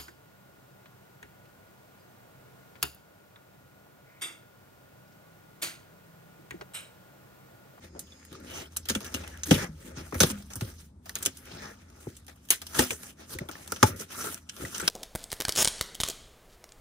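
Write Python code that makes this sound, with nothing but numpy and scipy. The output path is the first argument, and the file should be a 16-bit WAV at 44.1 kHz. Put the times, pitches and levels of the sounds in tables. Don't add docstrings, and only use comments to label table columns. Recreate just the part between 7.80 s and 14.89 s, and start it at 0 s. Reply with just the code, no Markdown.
import sys
import numpy as np
from scipy import signal
from scipy.fft import rfft, irfft, next_fast_len
from scipy.io import wavfile

SR = 44100
rng = np.random.default_rng(int(sys.argv[2]) if len(sys.argv) > 2 else 0)


def undo_db(level):
    steps = np.asarray(level, float) / 20
    return 10 ** steps


def pcm_store(signal):
    levels = np.round(np.clip(np.atleast_2d(signal), -1, 1) * 32767)
    wavfile.write(sys.argv[1], SR, levels.astype(np.int16).T)


N = 312669
PADDED = next_fast_len(N + 8192)
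HZ = np.maximum(np.arange(PADDED // 2 + 1) * SR / PADDED, 1)


def rms_one(x):
    return x / np.sqrt(np.mean(x ** 2) + 1e-20)


def in_time(rows):
    s, *columns = np.transpose(rows)
    return [np.interp(np.arange(N) / SR, s, column) for column in columns]


def at_hz(points):
    hz, values = np.array(points)[:, :2].T
    return np.interp(np.log(HZ), np.log(hz), values)


def colour(x, points, low_hz=1, high_hz=30000):
    edges = (1 + (low_hz / HZ) ** 6) * (1 + (HZ / high_hz) ** 6)
    gain = undo_db(at_hz(points)) / np.sqrt(edges)
    cepstrum = irfft(np.log(rms_one(gain) + 1e-5), PADDED)
    cepstrum[1:PADDED // 2] *= 2
    cepstrum[PADDED // 2 + 1:] = 0
    return irfft(rfft(x, PADDED) * np.exp(rfft(cepstrum)), PADDED)[..., :N]


def drift(rate):
    r = np.exp(-32 * np.pi * rate / SR)
    noise = rng.standard_normal(N // 16 + 2002)
    slow = signal.lfilter([1], [1, -2 * r, r * r], noise)[2000:]
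    return np.interp(np.arange(N) / 16, np.arange(len(slow)), rms_one(slow))


def ring(x, hz, t60):
    r = undo_db(-60 / (t60 * SR))
    w = 2 * np.pi * hz / SR
    return signal.lfilter([0, np.sin(w)], [1, -2 * r * np.cos(w), r * r], x + 1e-18)


def fibres(spread_db, clump_db, clump_rate):
    uneven_db = spread_db * np.minimum(rng.exponential(1, N), 5)
    sizes = undo_db(uneven_db + clump_db * drift(clump_rate))
    return rng.standard_normal((2, N)) * rms_one(sizes)


# start_s, level_db
HUM_LEVEL = [
    (0.0, -49),
    (0.57, -67),
    (0.99, -50.5),
    (2.86, -43.5),
    (3.16, -51),
    (5.47, -56),
    (7.09, -57.5),
]
# pitch_hz, density_db
RUMBLE = [(20, -19), (45, -0.5), (62, 2), (80, 0.5), (100, -15), (160, -3.5)]
# pitch_hz, density_db
ROOM_TONE = [(100, 2.5), (260, 3.5), (400, -10.5), (900, -14), (1300, -23.5), (3000, -37), (6200, -33),
             (9000, -31), (16000, -55)]
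ROOM_TONE_DB = -55
HUM_HZ, HUM_T60_S = 80, .45


def background():
    noise = rng.standard_normal(N)
    broad = 0.5 * colour(noise, RUMBLE, 0.64, 140)
    narrow = 0.47 * rms_one(ring(noise, HUM_HZ, HUM_T60_S))
    hum = (broad + narrow) * undo_db(in_time(HUM_LEVEL)[0])
    tone = colour(rng.standard_normal((2, N)), ROOM_TONE, 100)
    return hum * [[1], [0]] + undo_db(ROOM_TONE_DB - 5.5) * tone


# start_s, level_db
HUM_NOTE = [
    (0, -66),
    (.45, -61),
    (1.25, -60),
    (1.7, -52),
    (2.2, -75),
    (7.09, -80),
]


def hum_note():
    phase = 2 * np.pi * np.cumsum(HUM_HZ + .7 + 1.5 * drift(0.89)) / SR
    return np.sin(phase) * undo_db(in_time(HUM_NOTE)[0] + 7.0) * [[1], [0]]


# start_s, low_strip_db, high_strip_db
CREEP = [
    (0, -77, -80),
    (.2, -65, -64),
    (.45, -67, -63),
    (.56, -70, -70),
    (.62, -92, -93),
]
CREEP_HZ = [5130, 6600]


def creep():
    noise = rng.standard_normal((2, N))
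    pulled = np.arange(N) < CREEP[-1][0] * SR
    strips = zip(in_time(CREEP), CREEP_HZ)
    return pulled * sum(undo_db(db) * rms_one(ring(noise, hz, 0.0099)) for db, hz in strips)


STROKE_CURVE = 1.55


def pressure(strokes):
    t = np.arange(N // 16 + 1) * 16 / SR
    out = 0
    for s, level_db, swell, fade in strokes:
        away = np.where(t < s, (s - t) / swell, (t - s) / fade)
        out = out + undo_db(level_db - 20 * away ** STROKE_CURVE)
    return np.repeat(out, 16)[:N]


# peak_s, level_db, swell_s, fade_s
RUBS = [(.045, -51.5, 0.059, 0.051), (.33, -60.5, 0.21, 0.26), (.539, -53.5, 0.069, 0.055),
        (.785, -41, 0.17, 0.1), (1.107, -51.5, 0.051, 0.063), (1.262, -47.5, 0.2, 0.052),
        (1.367, -45.5, 0.12, 0.3), (1.766, -35.5, 0.098, 0.066), (1.831, -40.5, 0.08, 0.063),
        (2.185, -45, 0.036, 0.11), (2.465, -45.5, 0.072, 0.16), (3.472, -42, 0.079, 0.033),
        (3.66, -57, 0.054, 0.19), (3.851, -47, 0.23, 0.13), (4.13, -60.5, 0.23, 0.27),
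        (5.004, -31, 0.061, 0.076), (5.408, -48.5, 0.043, 0.052), (5.6, -51, 0.12, 0.088),
        (5.74, -59, 0.065, 0.76), (6.1, -45.5, 0.073, 0.045), (6.395, -60, 0.093, 0.067),
        (7.05, -49, 0.21, 0.041)]
# peak_s, level_db, swell_s, fade_s
SLIDES = [(.93, -55.5, 0.031, 0.2), (4.29, -58, 0.08, 0.24), (1.66, -39.5, 0.011, 0.15),
          (2.09, -50.5, 0.22, 0.047), (2.27, -46.5, 0.036, 0.038), (2.44, -52, 0.085, 0.071),
          (2.515, -35, 0.19, 0.0089), (2.58, -58.5, 0.063, 0.28), (2.878, -45.5, 0.2, 0.1),
          (3.008, -50.5, 0.042, 0.084), (3.293, -49, 0.053, 0.093), (3.367, -45, 0.021, 0.091),
          (3.55, -52, 0.15, 0.16), (4.207, -56.5, 0.0074, 0.11), (4.694, -55.5, 0.1, 0.15),
          (4.91, -49, 0.15, 0.091), (4.974, -39, 0.065, 0.047), (5.123, -34.5, 0.035, 0.031),
          (5.278, -44, 0.19, 0.061), (5.537, -36, 0.064, 0.023), (4.58, -68, 0.11, 0.04),
          (5.8, -53, 0.22, 0.67), (5.937, -51, 0.035, 0.088), (6.08, -32.5, 0.06, 0.028),
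          (6.211, -36.5, 0.033, 0.037), (6.33, -41.5, 0.046, 0.22), (6.46, -38.5, 0.11, 0.13),
          (6.535, -45, 0.12, 0.031), (6.74, -54.5, 0.078, 0.28), (6.829, -44, 0.065, 0.15),
          (6.964, -43.5, 0.081, 0.093), (7.08, -43.5, 0.065, .1)]
# peak_s, level_db, half_length_s
SHOVES = [
    (.165, -41.5, 0.08),
    (0.593, -45.5, 0.1),
    (0.99, -47, 0.042),
    (2.093, -40.5, 0.15),
    (5.026, -37.5, 0.03),
    (6.149, -38.5, 0.06),
    (6.823, -37, 0.056),
]
# hiss_db, sheen_db, card_db, box_db
SLIDE_SHARE = (-3.5, 1.17, -14.5, -10.5)
RUB_SHARE = (-1.5, -2.5, -4.5, -1)
SHOVE_SHARE = (-26.5, -62, -19.5, -6)
REST_DB = -87
LIGHT_TOUCH_DULLS = 0.15


def rubbing():
    grains = fibres(spread_db=1.8, clump_db=1.3, clump_rate=160) * undo_db(1.2 * drift(22))
    shoves = [(s, db, half, half) for s, db, half in SHOVES]
    shares = undo_db(REST_DB) + np.outer(undo_db(SLIDE_SHARE), pressure(SLIDES))
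    shares += np.outer(undo_db(RUB_SHARE), pressure(RUBS))
    shares += np.outer(undo_db(SHOVE_SHARE), pressure(shoves))
    shares[1] *= (shares[0] / undo_db(-40.5)) ** LIGHT_TOUCH_DULLS
    shares[-1] += grumble()
    return np.array([grains * share * undo_db(0.65 * drift(6.6)) for share in shares])


# start_s, peak_db, pitch_hz, t60_s
PLUCKS = [(0.5502, -40, 1220, 0.022), (.8585, -43, 3200, .04), (.32, -43, 3500, 0.09),
          (.922, -47, 6260, 0.046), (.970, -25.5, 7600, 0.091), (1.054, -41, 6200, 0.027),
          (1.101, -15, 6770, 0.1), (1.1515, -17, 3370, 0.032), (1.2052, -42, 6600, .03),
          (1.2636, -30, 5900, 0.077), (1.3454, -22.5, 2860, 0.076), (1.346, -25.5, 6310, 0.038),
          (1.417, -47, 6200, .03), (1.4387, -37, 2610, 0.071), (1.4757, -32, 2920, 0.037),
          (1.574, -39, 2960, 0.029), (1.6338, -17.5, 6330, 0.05), (1.711, -9.5, 2960, .04),
          (1.711, -16, 498, 0.025), (1.713, -16, 1497, 0.023), (1.7393, -23.5, 3650, 0.033),
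          (2.4045, -4, 6200, 0.06), (2.405, -16, 1447, 0.069), (2.4336, -12, 3610, 0.03),
          (3.294, -30.5, 1870, 0.02), (3.294, -30, 4340, .03), (4.993, -22, 1270, 0.08),
          (3.354, -19, 6730, .04), (3.654, -50, 3900, 0.033), (3.734, -42.5, 3840, 0.068),
          (4.704, -6, 10660, 0.058), (4.705, -7.5, 6540, 0.035), (4.818, -46, 3100, .03),
          (4.992, -15, 878, 0.037), (4.992, -14, 1826, 0.038), (4.991, -14.5, 5180, 0.049),
          (5.038, -18.5, 5230, 0.11), (5.106, -19, 2400, 0.022), (5.5872, -24.5, 2000, 0.018),
          (5.687, -30.5, 3350, .03), (5.754, -32.5, 1800, 0.016), (5.922, -21.5, 1370, 0.033),
          (6.029, -5, 1252, 0.022), (6.030, -9, 870, 0.055), (6.5445, -30.5, 5830, 0.025),
          (6.8503, -27.5, 1920, .03), (6.981, -34, 1680, 0.028), (7.001, -26.5, 1390, 0.052),
          (7.0134, -25, 7750, .04), (7.0774, -5.5, 5400, 0.029), (7.079, -20.5, 1540, .04)]
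# peak_s, peak_db, pitch_hz, half_length_s
RASPS = [(0.766, -33, 3010, 0.14), (0.777, -32.5, 6200, 0.053), (1.266, -36.5, 1700, 0.037),
         (1.546, -41.5, 1710, 0.043), (1.691, -27, 300, 0.017), (1.808, -28, 1770, 0.036),
         (1.849, -32, 2100, 0.029), (3.689, -46.5, 1456, 0.019), (3.849, -35.5, 1765, 0.1),
         (5.123, -30.5, 6020, .025), (6.223, -33.5, 1410, 0.012), (6.351, -36, 1350, 0.01),
         (6.411, -32.5, 1360, 0.058), (6.413, -27, 5960, 0.032), (6.574, -44, 1420, 0.0089),
         (6.635, -55.5, 5800, 0.073), (1.02, -53, 6100, 0.11), (6.963, -40, 1460, 0.043),
         (7.033, -31.5, 1450, 0.016), (6.308, -41.5, 1330, 0.013), (6.489, -38.5, 1360, 0.036),
         (5.943, -30, 6100, 0.046), (6.45, -46, 870, .04), (6.53, -49, 890, 0.028),
         (5.015, -39, 1300, 0.026), (6.44, -37, 426, 0.066)]
# start_s, peak_db, pitch_hz, t60_s
PANELS = [(1.712, -14, 760, .04), (2.435, -11.5, 500, 0.059), (4.269, -38, 755, 0.037),
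          (4.993, -14, 436, 0.031), (5.69, -35, 654, 0.038), (.15, -39.5, 690, 0.26),
          (0.151, -41.5, 350, 0.39), (.52, -37, 372, 0.36), (1.712, -17, 272, .05),
          (4.708, -22, 2170, 0.16), (5.612, -33.5, 606, 0.16), (6.033, -10.5, 396, 0.038),
          (6.77, -45, 440, 0.18), (6.801, -34.5, 312, 0.16), (2.324, -28, 1080, 0.022),
          (2.529, -37, 195, 0.33)]
PLUCK_CYCLES, RASP_CYCLES, PANEL_CYCLES = 45, 21, 9.0
SPAN_APART_DB = -6.5
FREE_T60_S = .05
FIRST_GRAIN, FIRST_GRAIN_S = 1.4, .0012


def spans():
    out = np.zeros((2, N + SR))
    t = np.arange(SR // 5) / SR
    grains = fibres(spread_db=2.5, clump_db=3.0, clump_rate=490) * undo_db([[0], [SPAN_APART_DB]])
    first = FIRST_GRAIN * np.exp(-t / FIRST_GRAIN_S)
    shapes = []
    for s, db, hz, t60 in PLUCKS:
        cycles = PLUCK_CYCLES * np.clip(t60 / FREE_T60_S, .3, 1)
        shapes.append((s, db, hz, cycles, undo_db(-60 * t / max(t60, .01)) + first))
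    for s, db, hz, half in RASPS:
        shapes.append((s - .1, db, hz, RASP_CYCLES, undo_db(-20 * ((t - .1) / half) ** 2)))
    for s, db, hz, t60 in PANELS:
        shapes.append((s, db, hz, PANEL_CYCLES, undo_db(-60 * t / max(t60, .01)) + first))
    for k, (s, db, hz, cycles, shape) in enumerate(shapes):
        at = round(s * SR)
        start = k * 4000 % (N - SR)
        rung = ring(grains[:, start:start + len(t)] * shape, hz, cycles / hz)
        out[:, at:at + len(t)] += undo_db(db) * rung / np.abs(rung[0]).max()
    return out[:, :N]


# start_s, level_db, sheen_above_db, t60_s
TAPE_SNAPS = [(.192, -41, 7, 0.095), (0.9683, -33, 12.5, 0.037), (1.477, -41, 4, 0.028),
              (1.6352, -32, -44, 0.045), (1.742, -29, -2.5, 0.16), (2.382, -41, -5, 0.025),
              (2.735, -31, -8, 0.014), (2.756, -37.5, 4.5, 0.093), (3.386, -53, 16, 0.033),
              (3.426, -32, 7, 0.041), (3.452, -27, 7, 0.026), (3.461, -23, 8.5, 0.037),
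              (3.57, -44.5, 4, 0.094), (4.367, -50, 4.5, 0.079), (4.4657, -47.5, 4.5, 0.053),
              (4.687, -38, -0.5, 0.098), (4.7046, -14, 2.1, 0.12), (4.867, -33, 3, 0.032),
              (5.021, -38.5, 7, 0.44), (5.096, -53, -6, 0.26), (5.8763, -37.5, 6, 0.024),
              (6.1606, -45, 3, 0.21), (6.69, -42, -11, 0.036), (6.6948, -31.5, -24, .037),
              (6.945, -30, -21, 0.11), (6.981, -45.5, 20, .022)]
# start_s, level_db, card_above_db, t60_s
TEARS = [(1.0553, -37, -3, 0.04), (1.086, -27, -13.5, 0.17), (1.097, -24, -0.5, 0.046),
         (1.1498, -26.5, 2.5, 0.062), (1.244, -39.5, -18, 0.19), (1.341, -28.5, -1, 0.086),
         (1.7089, -20.5, 4.5, 0.13), (2.403, -13, -1, 0.11), (2.43, -21.5, -6, 0.041),
         (2.5002, -27.5, -0.5, 0.053), (2.7028, -44.5, 7.5, 0.21), (2.809, -29, 3.5, 0.061),
         (3.257, -43.5, 1.5, 0.12), (3.295, -39, 2.5, 0.054), (3.355, -31.5, 0, 0.077),
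         (3.459, -24, -0.5, 0.053), (4.48, -46.5, 6, 0.18), (4.8165, -34.5, -2, 0.068),
         (4.946, -32.5, -2, 0.36), (4.987, -21, -18, 0.037), (4.9916, -18, -1, 0.081),
         (5.1065, -30.5, 1, 0.06), (5.492, -49, 2, 0.051), (5.713, -42.5, -3, 0.19),
         (5.961, -35.5, -0.5, 0.063), (6.441, -30, -1, 0.071), (6.765, -43.5, 4.5, 0.085),
         (7.0787, -16, -0.5, 0.034)]
# start_s, level_db, card_above_db, t60_s
CREASES = [(1.2045, -44, 10.5, 0.15), (2.3243, -51, 23.5, 0.079), (2.3425, -37, 11.5, 0.091),
           (2.4327, -26.5, 7.5, 0.042), (5.232, -34.5, 9.5, 0.016), (5.587, -39.5, -6, 0.056),
           (5.688, -41.5, 15, 0.064), (5.7522, -51, 10, 0.012), (5.9207, -24.5, 4, 0.034),
           (6.0283, -10, 5, 0.043), (6.338, -50, 2.5, 0.49), (6.85, -37, 3, 0.11), (6.9985, -33, 0, 0.075)]
# start_s, level_db
TICKS = [(0.269, -57), (0.45, -48), (0.6, -55), (0.527, -45), (.552, -53.5), (0.964, -33.5), (2.309, -54),
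         (2.9, -47.5), (2.5834, -48.5), (2.622, -50), (4.1, -56.5), (3.414, -58.5), (4.446, -60),
         (5.3, -52), (3.654, -49), (4.559, -57.5), (4.651, -53), (5.5, -62.5), (6.576, -44), (5.8178, -53)]
CARD_UNDER_TAPE_DB, TEAR_SHEEN_DB, CREASE_SHEEN_DB = -30, -2, 0
TICK_SHEEN_DB, TICK_CARD_DB, TICK_T60_S = 2, -2.5, 0.053


def breaks():
    snapped = [(s, db, db + sheen, db + CARD_UNDER_TAPE_DB, t60) for s, db, sheen, t60 in TAPE_SNAPS]
    torn = [(s, db, db + TEAR_SHEEN_DB, db + card, t60) for s, db, card, t60 in TEARS]
    creased = [(s, db, db + CREASE_SHEEN_DB, db + card, t60) for s, db, card, t60 in CREASES]
    ticked = [(s, db, db + TICK_SHEEN_DB, db + TICK_CARD_DB, TICK_T60_S) for s, db in TICKS]
    return snapped + torn + creased + ticked


# start_s, hiss_db, sheen_db
CRACKS = [(3.2945, -22, -18), (3.3547, -24, -11), (3.428, -29, -29), (3.461, -15.5, -2.5),
          (4.705, -14, -1.5), (5.5873, -19, -24), (5.689, -34, -29), (5.921, -22, -12.5), (6.029, -15, -20),
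          (6.5448, -30, -18), (6.981, -28, -22), (6.8503, -29, -32), (6.9456, -28, -34), (7.079, -18, -4.5),
          (1.575, -36.5, -31)]


def snaps():
    showers = np.zeros((4, N))
    t = np.arange(SR // 4) / SR
    for s, hiss_db, sheen_db, card_db, t60 in breaks():
        at = round(s * SR)
        tail = undo_db(-60 * t / max(t60, .01))
        crack = (tail + .8 * np.exp(-t / .0012)) * (1 - np.exp(-t / .0004))
        answer = tail * (1 - np.exp(-t / 0.0013))
        levels = undo_db([[hiss_db - 0.5], [sheen_db + 0.5], [card_db - 9.0]])
        showers[:3, at:at + len(t)] += (levels * [crack, crack, answer])[:, :N - at]
    out = showers[:, None] * fibres(spread_db=2.5, clump_db=2.0, clump_rate=290)
    for s, hiss_db, sheen_db in CRACKS:
        out[:2, 0, round(s * SR)] += undo_db([hiss_db - 3, sheen_db + 8.5])
    return out


# start_s, level_db, pitch_hz, t60_s
KNOCKS = [(1.103, -30.5, 217, 0.084), (1.158, -29, 200, 0.078), (1.346, -33, 224, 0.05),
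          (1.7142, -10.5, 149, 0.062), (1.76, -33, 144, 0.18), (1.826, -43.5, 173.2, 0.28),
          (1.889, -43.5, 153.5, 0.25), (2.1737, -32.5, 103.8, 0.018), (2.3293, -31.5, 247, 0.033),
          (2.352, -29, 72, 0.1), (2.408, -22.5, 176, 0.074), (2.435, -24, 141.6, 0.075),
          (2.505, -43, 202.4, 0.38), (2.7602, -38, 94.4, 0.086), (2.8192, -29, 110, 0.088),
          (3.4643, -44.5, 265, 0.17), (3.735, -41.5, 152.5, 0.091), (4.271, -33.5, 100, 0.045),
          (6.094, -41.5, 99, 0.32), (4.9925, -27.5, 250, 0.18), (5.115, -40, 429, 0.1),
          (5.552, -36.5, 83.0, 0.088), (5.609, -35.5, 134, 0.074), (5.6906, -39, 251, 0.055),
          (5.9245, -34, 382, 0.045), (6.031, -17, 109, 0.075), (6.2038, -43.5, 387, 0.11),
          (6.5015, -54, 255, 0.078), (6.8387, -34, 84, 0.09), (7.0263, -39, 172, 0.15)]
# pitch_hz, level_db, t60_s
BOX = [(93, -4, 0.079), (172, -6.5, 0.048), (210, -14, 0.084), (265.7, -1.5, 0.051), (350.6, -0.5, 0.037),
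       (441, -34, 0.012), (519, -6.5, 0.039), (566, -24.5, 0.11)]
LAG_CYCLES = 0.55
SAG, SAG_S, MODE_LAG_CYCLES = 0.88, 0.0041, .8


def knocks():
    out = np.zeros(N)
    t = np.arange(SR // 4) / SR
    luck = rng.normal(0, 1, (len(KNOCKS), len(BOX)))
    contact = rng.standard_normal(N + len(t))
    for (s, level_db, panel_hz, t60), strengths in zip(KNOCKS, luck):
        at = round((s - .003) * SR)
        late = np.maximum(t - LAG_CYCLES / panel_hz, 0)
        turns = panel_hz * (late + SAG * SAG_S * (1 - np.exp(-late / SAG_S)))
        swell_and_fade = undo_db(-60 * late / max(t60, .02)) * (1 - np.exp(-late / .003))
        swing = np.sin(2 * np.pi * turns) * swell_and_fade
        rough = contact[at:at + len(t)] * np.exp(-t / 0.002) * 0.074
        shake = 0
        for (hz, db, mode_t60), strength in zip(BOX, strengths):
            rung = ring(rough, hz, mode_t60)
            delayed = np.interp(t - MODE_LAG_CYCLES / hz, t, rung, left=0)
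            shake = shake + undo_db(db + 4.1 * strength) * delayed
        out[at:at + len(t)] += undo_db(level_db + 9.0) * (swing + 0.91 * shake)[:N - at]
    return out


RUMBLE_ON_DB, RUMBLE_ON_T60_S = -9.5, 0.18


def grumble():
    kicks = np.zeros(N)
    kicks[[round(k[0] * SR) for k in KNOCKS]] = undo_db([k[1] + RUMBLE_ON_DB for k in KNOCKS])
    return signal.lfilter([1], [1, -undo_db(-60 / (RUMBLE_ON_T60_S * SR))], kicks)


def sympathy(x, modes, wander_db, wander_rate):
    out = 0
    for hz, db, t60 in modes:
        unit = np.sqrt(4 * np.log(1000) / (t60 * SR))
        driven = x * undo_db(wander_db * drift(wander_rate))
        out = out + unit * undo_db(db) * ring(driven, hz, t60)
    return out


def patches(x, patch_db, rate):
    spectrum = rfft(x, PADDED)
    place = np.clip(2 * np.log2(HZ / 500), 0, 10)
    out = 0
    for band in range(11):
        share = np.maximum(1 - np.abs(place - band), 0)
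        out = out + irfft(spectrum * share, PADDED)[:, :N] * undo_db(patch_db * drift(rate))
    return out


# pitch_hz, density_db
TAPE = [(1000, -26.5), (1500, -2.5), (2200, -6.5), (3100, 0.5), (4500, -7.5), (6100, -0.5), (7100, -4.5),
        (9000, -5.5), (10600, -7), (12000, -10), (14000, -14.5), (16500, -5)]
CARD = [(240, -41.5), (400, 7.5), (511, 4.5), (560, 1.5), (647, 4.5), (728, -3), (854, -1.5), (978, -13),
        (1320, -5.5), (1500, -13.5), (1840, -10.5), (2110, -9.5), (3000, -10.5), (3900, -38.5),
        (6600, -120)]
# pitch_hz, level_db, t60_s
STRIPS = [(3260, -17, 0.004), (5470, -22, 0.0081), (6200, -17.5, 0.0019)]
FLAPS = [(878, -30.5, 0.058), (1010, -35.5, 0.035), (1396, -8.5, 0.011), (1680, -30, 0.078),
         (2100, -21.5, 0.013)]
# start_s, pitch_hz, level_db, t60_s
FREED_FLAP = (5.9, 1340, -6, .022)


def package(hiss, sheen, card, box):
    tape = 0.96 * colour(hiss, TAPE, 2016, 7950) + colour(sheen, TAPE, 5180)
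    tape += sympathy(hiss, STRIPS, wander_db=7.5, wander_rate=11.0)
    flaps = 0.93 * colour(card, CARD, 592, 3000)
    flaps += sympathy(card, FLAPS, wander_db=1.0, wander_rate=8.7)
    freed = np.arange(N) > FREED_FLAP[0] * SR
    flaps += sympathy(card * freed, [FREED_FLAP[1:]], wander_db=-3.0, wander_rate=7)
    hollow = 0.44 * sympathy(box, BOX, wander_db=0.5, wander_rate=7.0)
    return patches(tape + flaps, patch_db=2.32, rate=10.7) + hollow


ROOM_T60_S, ROOM_DB = .12, -18


def room(x):
    t = np.arange(SR // 3) / SR
    tail = rng.standard_normal((2, len(t))) * undo_db(-60 * t / ROOM_T60_S) * (t > .004)
    tail = signal.sosfilt(signal.butter(1, [150, 7000], "band", fs=SR, output="sos"), tail)
    tail /= np.sqrt(np.sum(tail ** 2, axis=1, keepdims=True))
    return undo_db(ROOM_DB) * signal.fftconvolve(x, tail, axes=1)[:, :N]


def scene():
    box = package(*(rubbing() + snaps())) + knocks() * [[1], [0]] + creep()
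    return box + room(box) + background() + spans() + hum_note()


def low_pass(x):
    return signal.sosfilt(signal.butter(12, 16810, fs=SR, output="sos"), x)


# pitch_hz, left_lead_rad
PORT_PHASE = [(0, 0), (350, .4), (700, 2.4), (1200, .6), (1750, -.2), (2400, -2.6), (3100, -4.2),
              (3800, -6.1), (5200, -7.6), (6500, -7.5), (7300, -9.6), (8000, -12.4), (9500, -12.6)]
# pitch_hz, left_over_right_db
PORT_BALANCE = [(60, .2), (150, 0), (350, 2), (700, 5), (1400, 2.5), (2800, 1.5), (5500, -3), (9000, -.5),
                (14000, -.3)]
# pitch_hz, likeness (0 to 1)
LIKENESS = [(100, 1), (300, 0.94), (700, 0.98), (1300, 0.33), (2500, 0.24), (5000, 0.2), (7300, 0.17),
            (9000, 0.51), (10500, 0.91), (15000, 0.87)]
MIC_CUT_HZ, TOP_HZ = 65.4, 15900


def record(dry):
    bass_cut = signal.butter(3, MIC_CUT_HZ, "high", fs=SR, output="sos")
    first, second = rfft(signal.sosfilt(bass_cut, dry), PADDED)
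    alike = np.clip(at_hz(LIKENESS), 0, 1)
    shared = np.sqrt((1 + alike) / 2) * first
    apart = np.sqrt((1 - alike) / 2) * second
    lead = np.interp(HZ, *np.transpose(PORT_PHASE))
    skew = undo_db(at_hz(PORT_BALANCE) / 2) * np.exp(.5j * lead)
    ports = irfft([(shared + apart) * skew, (shared - apart) / skew], PADDED)[:, :N]
    ports = signal.sosfilt(signal.cheby2(14, 45, TOP_HZ, fs=SR, output="sos"), ports)
    mix = .92 * np.tanh(ports / .92)
    return low_pass(mix)


dry = scene()
out = record(dry)
pcm_store(out)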